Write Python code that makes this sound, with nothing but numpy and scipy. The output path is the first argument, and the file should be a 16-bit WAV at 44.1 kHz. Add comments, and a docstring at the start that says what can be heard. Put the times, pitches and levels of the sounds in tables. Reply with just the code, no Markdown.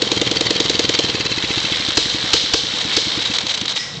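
"""A small single-cylinder engine without a muffler, close up in a workshop.
At first it fires on every other cycle, its gas ringing the open port, while the block rumbles and loose
parts clatter in step with the crank. After a second it coasts down, pumping air through the port, and
then backfires four times. As it stops, the clatter breaks up into separate clacks; last come a low hum,
a thin ringing hiss and the reverberation of the room."""
import sys
import numpy as np
from scipy import signal
from scipy.io import wavfile
from scipy.ndimage import uniform_filter1d

SR = 44100
rng = np.random.default_rng(int(sys.argv[2]) if len(sys.argv) > 2 else 0)


def inscribe(sig):
    """Save sig as 16-bit PCM at rate SR to the path in sys.argv[1].

    A 1-D sig is mono; a 2-D sig holds one channel per row.
    Samples are clipped to [-1, 1] before scaling.
    """
    pcm = np.round(np.clip(np.atleast_2d(sig).T, -1, 1) * 32767)
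    wavfile.write(sys.argv[1], SR, pcm.astype(np.int16))


N = 4 * SR


def amp(db):
    """The decibel law: 20 dB is a tenfold amplitude."""
    return 10 ** (np.asarray(db) / 20)


def unit(x):
    """Normalisation to an rms of 1."""
    return x / np.sqrt(np.mean(x ** 2) + 1e-20)


def read(points, hz):
    """Interpolation on a logarithmic frequency axis."""
    f, v = np.transpose(points)
    return np.interp(np.log(hz + 1), np.log(f + 1), v)


def level(points):
    """An amplitude envelope, interpolated in decibels."""
    return amp(np.interp(np.arange(N) / SR, *np.transpose(points)))


def add(mix, s, sound):
    """Superposition: a sound joins the mix at s seconds."""
    i = round(s * SR)
    part = mix[max(i, 0):max(i + len(sound), 0)]
    part += sound[max(-i, 0):][:len(part)]


def noise():
    """White Gaussian noise."""
    return rng.standard_normal(N)


def burst(rise, hold, fall):
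    """A transient envelope: linear attack, then exponential decay from `hold` seconds on."""
    t = np.arange(SR // 2) / SR
    return np.minimum(t / rise, 1) * np.exp(-np.maximum(t - hold, 0) / fall)


def resonate(x, hz, width):
    """A damped resonator of gain 1 at its peak."""
    r = np.exp(-np.pi * width / SR)
    return 2 * signal.lfilter([1 - r], [1, -r * np.exp(2j * np.pi * hz / SR)], x).real


def narrowband(hz, width):
    """Noise through two resonators in series becomes a wavering tone."""
    return unit(resonate(resonate(noise(), hz, width), hz, 2 * width))


def ping(hz, rise, fall):
    """Free vibration of one damped mode, never at quite the same pitch or strength."""
    t = np.arange(SR // 2) / SR
    detune, strength, phase = rng.uniform(-1.28, 1, 3)
    tone = np.sin(2 * np.pi * hz * (1 + .02 * detune) * t + np.pi * phase)
    return amp(6 * strength) * burst(rise, hold=rise, fall=fall) * tone


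# Modes of the sheet-metal shroud. Each row: frequency in Hz, width in Hz, dB over the direct sound.
SHROUD_MODES = [(2233, 130, -9.5), (2640, 30, -18), (3156, 150, -7), (3830, 59, -8.5), (4600, 32, -16)]
def colour(x, spectrum, size=4096):
    """Source and filter: a minimum-phase spectrum and the shroud's modes, scaled to unit energy."""
    log_gain = np.log(amp(read(spectrum, abs(np.fft.fftfreq(size, 1 / SR)))))
    response = np.fft.ifft(np.exp(np.conj(signal.hilbert(log_gain)))).real[:size // 2]
    response = response + sum(amp(db) * resonate(response, hz, width) for hz, width, db in SHROUD_MODES)
    return signal.oaconvolve(x, response / np.linalg.norm(response))[:N]


# Bands with impacts of their own. Each row: lower edge in Hz, upper edge in Hz.
GRAIN_BANDS = [(60, 1500), (1500, 2900), (2900, 5000), (5000, 12000)]
def grains(flutter_db=0, per_second=3000):
    """Shot noise: dense tiny impacts, whose size may flutter in each band."""
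    out = np.zeros(N)
    for band in GRAIN_BANDS:
        size = amp(flutter_db * unit(uniform_filter1d(noise(), size=220)))
        hits = unit(size * rng.choice([-1, 1], N) * (rng.random(N) < per_second / SR))
        out += signal.sosfilt(signal.butter(2, band, "band", fs=SR, output="sos"), hits)
    return out


FULL_SPEED_HZ = 20.3  # engine cycles a second
def speed(s):
    """Rate is the inverse of period: stroke spacing gives crank speed as a share of full speed."""
    strokes = np.sort([row[0] for row in FIRINGS + BACKFIRES + GULPS])
    return np.interp(s, strokes, 1 / np.gradient(strokes)) / FULL_SPEED_HZ


# Envelope of the block's rumble. Each row: time in seconds, level in dB.
RUMBLE_LEVEL = [(0, -29.5), (1.15, -32.5), (1.5, -35.5), (2.5, -35), (3.1, -35), (3.5, -38.5), (3.8, -41.5),
                (4, -39)]
# Its spectrum. Each row: frequency in Hz, relative density in dB.
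RUMBLE_SPECTRUM = [(40, -28.5), (58, 6), (72, -11), (115, 0), (160, -3.5), (320, -5.5), (400, -7),
                   (490, 0.5), (620, -11.5), (1000, -9.5), (2000, -23), (8000, -56.5)]
def rumble():
    """Structural vibration: the engine block radiates low noise."""
    return level(RUMBLE_LEVEL) * colour(noise(), RUMBLE_SPECTRUM)


def knocks(envelope, per_cycle=6.3, jitter_s=0.0022, end_s=3.2):
    """Forced rattling: loose parts strike unevenly in each cycle. Gives each knock's time and gain."""
    count = np.cumsum(speed(np.arange(N) / SR)) * FULL_SPEED_HZ * per_cycle / SR
    at = np.flatnonzero(np.diff(np.floor(count[:round(end_s * SR)])))
    late, strength = rng.uniform(-1.007, 1, (len(at), 2)).T
    return zip(at / SR + jitter_s * late, envelope[at] * amp(-4.5 + 6 * strength))


# Envelope of the running clatter. Each row: time in seconds, relative level in dB.
CLATTER_LEVEL = [(0, -27.5), (.3, -27.5), (.45, -26), (.9, -26.5), (1.05, -25.5), (1.2, -27.5),
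                 (1.45, -24.5), (1.7, -21.5), (2.05, -23.5), (2.3, -21), (2.42, -24), (2.66, -24.5),
                 (2.78, -21.5), (2.85, -23.5), (2.9, -20.5), (3.03, -21.5), (3.18, -21.5), (3.28, -23.5),
                 (3.6, -25.5), (3.801, -27), (4, -32)]
# Its spectrum. Each row: frequency in Hz, relative density in dB.
CLATTER_SPECTRUM = [(100, -12.5), (500, -8.5), (900, -7), (1300, -6), (2150, -4.5), (2500, -6), (3200, 0),
                    (3900, 3), (4800, -5), (5600, -6), (6500, -12.5), (7500, -15.5), (8500, -24)]
def clatter(ring_range_hz=(2988, 4400)):
    """Impact excitation: metal parts chatter, and each knock leaves a mode ringing."""
    envelope = level(CLATTER_LEVEL)
    contact, rings = amp(-2) * envelope, np.zeros(N)
    for s, gain in knocks(envelope):
        add(contact, s, gain * burst(rise=0.0013, hold=0.0013, fall=0.0031))
        add(rings, s, gain * amp(-2) * ping(rng.uniform(*ring_range_hz), rise=0.0013, fall=0.011))
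    return lull(colour(contact * grains(flutter_db=2.5), CLATTER_SPECTRUM)) + rings


STROKE_DETUNE = 0.085  # no two strokes ring the port at quite the same pitch
def bark(s, hz, rise_hz, peak_s, width_s):
    """Cavity resonance: burnt gas rings cylinder and port, the pitch climbing as the valve opens."""
    out, t = np.zeros(N), np.arange(-SR // 100, SR // 20) / SR
    crank = t * speed(s)
    detune = 1 + STROKE_DETUNE * rng.uniform(-0.87, 1)
    turns = t * (hz + rise_hz * np.maximum(crank, 0) / peak_s / 2) * detune
    swell = np.exp(1 - np.hypot(1, (crank - peak_s) / width_s * 2)) * np.clip(1 + t / 0.0032, 0, 1)
    add(out, s + t[0], swell * np.cos(2 * np.pi * turns))
    return out


def crack(hold, fall):
    """The envelope of a sudden release of pressure, hardest at its front."""
    front_db = 5 * np.exp(-np.arange(SR // 2) / SR / .003)
    return burst(0.0013, hold, fall) * amp(front_db)


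def shriek(s, hz, sink_s=0.0147, roughness=0.086):
    """A flow tone: escaping gas sounds a rough pitch that sinks as the cylinder empties."""
    t = np.arange(SR // 2) / SR
    waver = 1 + roughness * unit(uniform_filter1d(rng.standard_normal(len(t)), size=20))
    pitch = hz * waver * np.exp(-t * speed(s) / sink_s)
    return amp(-3.5) * np.cos(2 * np.pi * np.cumsum(pitch) / SR)


# Firing strokes. Each row: start in seconds, relative level in dB.
FIRINGS = [(0.02, -4), (0.1168, -3.5), (0.215, -3), (.313, -5), (0.409, -2.5), (0.506, -3), (.602, -2.5),
           (.697, -3.5), (0.793, -1.5), (0.892, -3), (0.99, -2)]
# Spectrum of their gas jet. Each row: frequency in Hz, relative density in dB.
FIRING_SPECTRUM = [(40, -20), (150, -10.5), (650, -3), (1200, -9.5), (2000, -3), (2600, -5.5), (3200, 2),
                   (4300, 3.5), (5200, -3.5), (7000, -4.5), (8500, -23)]
def firings(leak_s=.009, lead_s=.001):
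    """Blowdown: gas leaks, then bursts out and rings the port. Gives the low barks and the cracks."""
    barks, jet, shrieks = np.zeros((3, N))
    for s, db in FIRINGS:
        add(jet, s - leak_s, amp(db - 27) * burst(rise=leak_s / 2, hold=leak_s, fall=0.0029))
        release = amp(db - 9.5) * crack(hold=0.0046, fall=0.0029)
        add(jet, s - lead_s, release)
        add(shrieks, s - lead_s, release * shriek(s, hz=4474))
        barks += amp(db - 11) * bark(s, hz=212.6, rise_hz=170.6, peak_s=0.00525, width_s=0.0073)
    return barks, colour(jet * noise(), FIRING_SPECTRUM) + shrieks


# Unfired strokes. Each row: time in seconds, relative gulp level in dB, relative hiss level in dB.
GULPS = [(0.0709, -17, -19.5), (0.1713, -12.5, -14.5), (.27, -14, -13), (0.365, -16, -13.5),
         (0.4626, -17, -12.5), (0.5596, -15.5, -13.5), (0.6543, -15, -13), (0.7496, -14.5, -13.5),
         (0.8469, -13, -13), (0.9455, -16.5, -9), (1.0437, -13.5, -13), (1.0942, -15, -14.5),
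         (1.148, -13.5, -16), (1.2035, -16, -14.5), (1.258, -17.5, -14.5), (1.3166, -18, -18),
         (1.3777, -16.5, -18), (1.44, -16, -19.5), (1.506, -15.5, -16), (1.5745, -16.5, -17.5),
         (1.6457, -19, -20), (1.7199, -17, -22.5), (1.8007, -21, -22.5), (1.886, -18, -33.5),
         (2.0599, -20.5, -39.5), (2.1463, -17.5, -22.5), (2.241, -19.5, -46), (2.4391, -22.5, -28),
         (2.637, -23, -38), (2.7383, -23, -39), (2.851, -19.5, -33), (3.07, -19.5, -32),
         (3.1755, -18.5, -36), (3.2996, -20, -22), (3.437, -23.5, -31), (3.6167, -23, -60)]
def gulps(base_hz=412, climb_hz_per_s=9000):
    """Cavity resonance: air swings in and out of the cylinder, lower and longer as the crank slows."""
    out, t = np.zeros(N), np.arange(-SR // 50, SR // 15) / SR
    before, after = np.minimum(t, 0), np.maximum(t, 0)
    for s, db, _ in GULPS:
        v = speed(s)
        detune = 1 + STROKE_DETUNE * rng.uniform(-1.4, 1)
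        opening = 0.28 + 0.72 * (1 + np.tanh(t / 0.00041)) / 2
        turns = np.cumsum(base_hz * v ** 0.59 * detune * opening + climb_hz_per_s * after) / SR
        turns -= np.interp(0, t, turns)  # the deepest trough falls on the stroke
        tail = amp(-10.5) / v * np.exp(-after * v / 0.0039)
        swell = np.exp(before / 0.0022) * np.maximum(np.exp(-after * v / 0.0024), tail)
        add(out, s + t[0], -amp(db) * swell * np.cos(2 * np.pi * turns))
    return out


# Modes of the port. Each row: frequency in Hz, gain at full speed in dB, gain when slow in dB.
PORT_MODES = [(2050, -9, -5.5), (2634, -20, -0.5), (3134, -2, -4.5), (4024, -11.5, 3.5), (4555, -2, -8.5)]
# Spectrum of the rushing air. Each row: frequency in Hz, relative density in dB.
HISS_SPECTRUM = [(100, -43), (600, -18), (1000, -10.5), (1400, -10.5), (2100, -7.5), (2500, -7.5),
                 (3100, -4.5), (4400, -3), (5100, -9), (6800, -12), (8500, -35)]
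def chuffs(lag_s=0.006, rise_s=.0035, slow_speed=.87):
    """Flow noise: a leak as the valve lifts, then a rush of air that excites the port's modes."""
    jet, rings = np.zeros((2, N))
    t = np.arange(-SR // 30, SR // 12) / SR
    for s, _, db in GULPS:
        v = speed(s)
        leak = amp(-2) * np.exp(-((t * v + 0.0042) / 0.0046) ** 2)
        rush = np.exp(-((t * v - lag_s) / 0.0042) ** 2)
        add(jet, s + t[0], amp(db) * (leak + rush))
        for hz, fast_db, slow_db in PORT_MODES:
            mode_db = np.interp(v, [slow_speed, 1], [slow_db, fast_db])
            add(rings, s + lag_s / v - rise_s, amp(db + mode_db) * ping(hz, rise_s, fall=0.0051))
    return amp(-4.5) * colour(jet * grains(), HISS_SPECTRUM) + rings


# Contacts of loose metal. Each row: start in seconds, length in seconds, relative level in dB.
CLACKS = [(1.8837, .005, -18), (2.8071, .015, -19), (2.925, .016, -20), (2.9488, .007, -19),
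          (3.212, .018, -20), (3.2516, .011, -17), (3.27, .007, -21), (3.335, .034, -18),
          (3.3838, .003, -10.5), (3.406, .009, -19), (3.4665, .003, -15), (3.4845, .003, -18),
          (3.493, .028, -18.5), (3.539, .013, -16.5), (3.5743, .004, -15), (3.6113, .006, -16.5),
          (3.6542, .003, -15.5), (3.6796, .004, -16), (3.692, .034, -20.5), (3.7585, .02, -17)]
# Their spectrum. Each row: frequency in Hz, relative density in dB.
CLACK_SPECTRUM = [(100, -24.5), (450, -12), (1000, -7.5), (1400, -6), (2100, -8.5), (2600, -6), (3200, -2),
                  (3900, 4.5), (4900, -5), (6500, -7.5), (8500, -22.5)]
def clacks():
    """Impact and friction: single clacks and scrapes excite the shroud's modes."""
    contact = np.zeros(N)
    for s, length, db in CLACKS:
        add(contact, s, amp(db - 2) * burst(rise=0.001, hold=length, fall=0.0034))
    scrape = contact * grains()
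    rings = sum(amp(db + 2) * resonate(scrape, hz, width) for hz, width, db in SHROUD_MODES)
    return colour(scrape, CLACK_SPECTRUM) + rings


# Backfires. Each row: start in seconds, then relative levels of crack, port boom and thump in dB.
BACKFIRES = [(1.9713, -8.5, -15.5, -16), (2.3329, -6.5, -16.5, -17.5), (2.536, -10, -16, -15.5),
             (2.966, -10.5, -19, -21)]
# Spectra of the blast and of the rasping metal. Each row: frequency in Hz, relative density in dB.
BLAST_SPECTRUM = [(40, -21), (170, -18), (700, -5.5), (1300, -6), (2100, -7), (2700, 0), (3300, -1),
                  (4200, 3.5), (5200, 1), (7000, -6), (8500, -21)]
RASP_SPECTRUM = [(200, -27), (1800, -35.5), (2500, -18), (3100, 1), (4200, 5.5), (4900, -4), (5600, -1),
                 (6600, -6.5), (8500, -18.5)]
def backfires(lead_s=.0005):
    """Impulse excitation: a blast rings the port and sets sheet metal rasping. 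Gives booms and cracks."""
    booms, blast, rasp, shrieks = np.zeros((4, N))
    t = np.arange(-SR // 100, SR // 50) / SR
    thump = -np.exp(-((t - 0.0031) / 0.0035) ** 2)
    for s, crack_db, boom_db, thump_db in BACKFIRES:
        booms += amp(boom_db) * bark(s, hz=152.4, rise_hz=228, peak_s=0.0057, width_s=0.0046)
        add(booms, s + t[0], amp(thump_db) * thump)
        release = amp(crack_db) * crack(hold=0.0086, fall=0.0018)
        add(blast, s - lead_s, release)
        add(shrieks, s - lead_s, release * shriek(s, hz=4980))
        add(rasp, s, amp(crack_db - 13.5) * burst(rise=0.023, hold=0.023, fall=0.11))
    cracks = colour(blast * noise(), BLAST_SPECTRUM) + shrieks
    return booms, cracks + colour(rasp * grains(), RASP_SPECTRUM)


def lull(x, below_hz=1960, depth_db=-3, hold_s=0.087):
    """Amplitude modulation: the clatter's lower range dips briefly after each backfire."""
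    dip = np.zeros(N)
    for s, *_ in BACKFIRES:
        add(dip, s, burst(rise=0.0031, hold=hold_s, fall=hold_s / 2))
    lower = signal.sosfiltfilt(signal.butter(3, below_hz, fs=SR, output="sos"), x)
    return x + lower * (amp(depth_db * dip) - 1)


# Envelope of the hum. Each row: time in seconds, level in dB.
HUM_LEVEL = [(3.5, -77), (3.7, -41), (3.87, -48), (3.97, -32.5)]
def hum():
    """Narrowband noise, heard as a low hum that swells at the end."""
    return level(HUM_LEVEL) * narrowband(hz=149, width=56)


# Envelope of the last ringing. Each row: time in seconds, relative level in dB.
RING_LEVEL = [(3.74, -54), (3.8, -26), (3.84, -30), (3.92, -37.5), (4, -46)]
# Its spectrum. Each row: frequency in Hz, relative density in dB.
RING_SPECTRUM = [(200, -23), (1000, -17.5), (2100, 4.5), (2600, -7), (4500, -9), (5100, 13.5), (5800, 5.5),
                 (7000, -2.5), (8500, -12)]
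def after_ring():
    """Spectral peaks give noise a pitch: a ringing hiss with one thin tone, left as the engine stops."""
    whine = amp(-6.5) * narrowband(hz=1945, width=28)
    return level(RING_LEVEL) * (colour(noise(), RING_SPECTRUM) + whine)


# Low modes of the workshop. Each row: frequency in Hz, width in Hz, dB over the direct sound.
ROOM_MODES = [(61, 2.7, -1.5), (114.8, 17, -1.5), (196.7, 7.9, 1.5), (298.6, 56, -2), (449, 18, 0),
              (474, 7.1, -9.5)]
def room_resonance(port, echo_s=0.00993):
    """Standing waves and one wall reflection add to the low voice of the port."""
    heard = port + sum(amp(db) * resonate(port, hz, width) for hz, width, db in ROOM_MODES)
    add(heard, echo_s, amp(-25) * port)
    return heard


# Reverberation of the workshop. Each row: frequency in Hz, time to fall by 60 dB in seconds.
ROOM_T60 = [(80, 0.25), (300, 0.33), (1000, 0.23), (4000, 1), (8000, 0.34)]
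def reverberation(x):
    """A diffuse field: dense reflections decay exponentially, each band at its own rate."""
    hz, t, bands = signal.stft(rng.standard_normal(SR), SR, nperseg=256)
    decay = amp(-60 * t / read(ROOM_T60, hz)[:, None])
    tail = signal.istft(bands * decay, SR, nperseg=256)[1]
    tail[:200] = 0  # the gap before the first reflection
    return signal.oaconvolve(x, tail / np.linalg.norm(tail))[:N]


def scene():
    """Superposition of the engine's direct sound and its reflections in the workshop."""
    barks, firing_cracks = firings()
    pumping, rattle = gulps(), clatter() + chuffs() + clacks()
    booms, backfire_cracks = backfires()
    low = room_resonance(barks + pumping + booms)
    bangs = firing_cracks + backfire_cracks
    reflections = reverberation(amp(-11.5) * low + amp(-9.5) * bangs + amp(-21) * rattle)
    return (rumble() + low + bangs + rattle + hum() + after_ring() + reflections)[None]


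def record(dry, low_cut_hz=58, soft_ceiling=0.61, hard_ceiling=.67, edge_hz=8450, top_hz=15800):
    """Band limiting and saturation: deep bass and high treble are lost, and the loudest bangs distort."""
    dry = signal.sosfilt(signal.butter(2, low_cut_hz, "high", fs=SR, output="sos"), dry)
    soft = dry / (1 + (dry / soft_ceiling) ** 4) ** .25
    band_limit = signal.firwin(161, edge_hz, window=("kaiser", 8), fs=SR)
    clipped = np.clip(signal.oaconvolve(soft, band_limit[None], "same"), -hard_ceiling, hard_ceiling)
    top_cut = signal.firwin(401, top_hz, window=("kaiser", 8), fs=SR)
    return signal.oaconvolve(clipped, top_cut[None], "same")


dry = scene()
out = record(dry)
inscribe(out)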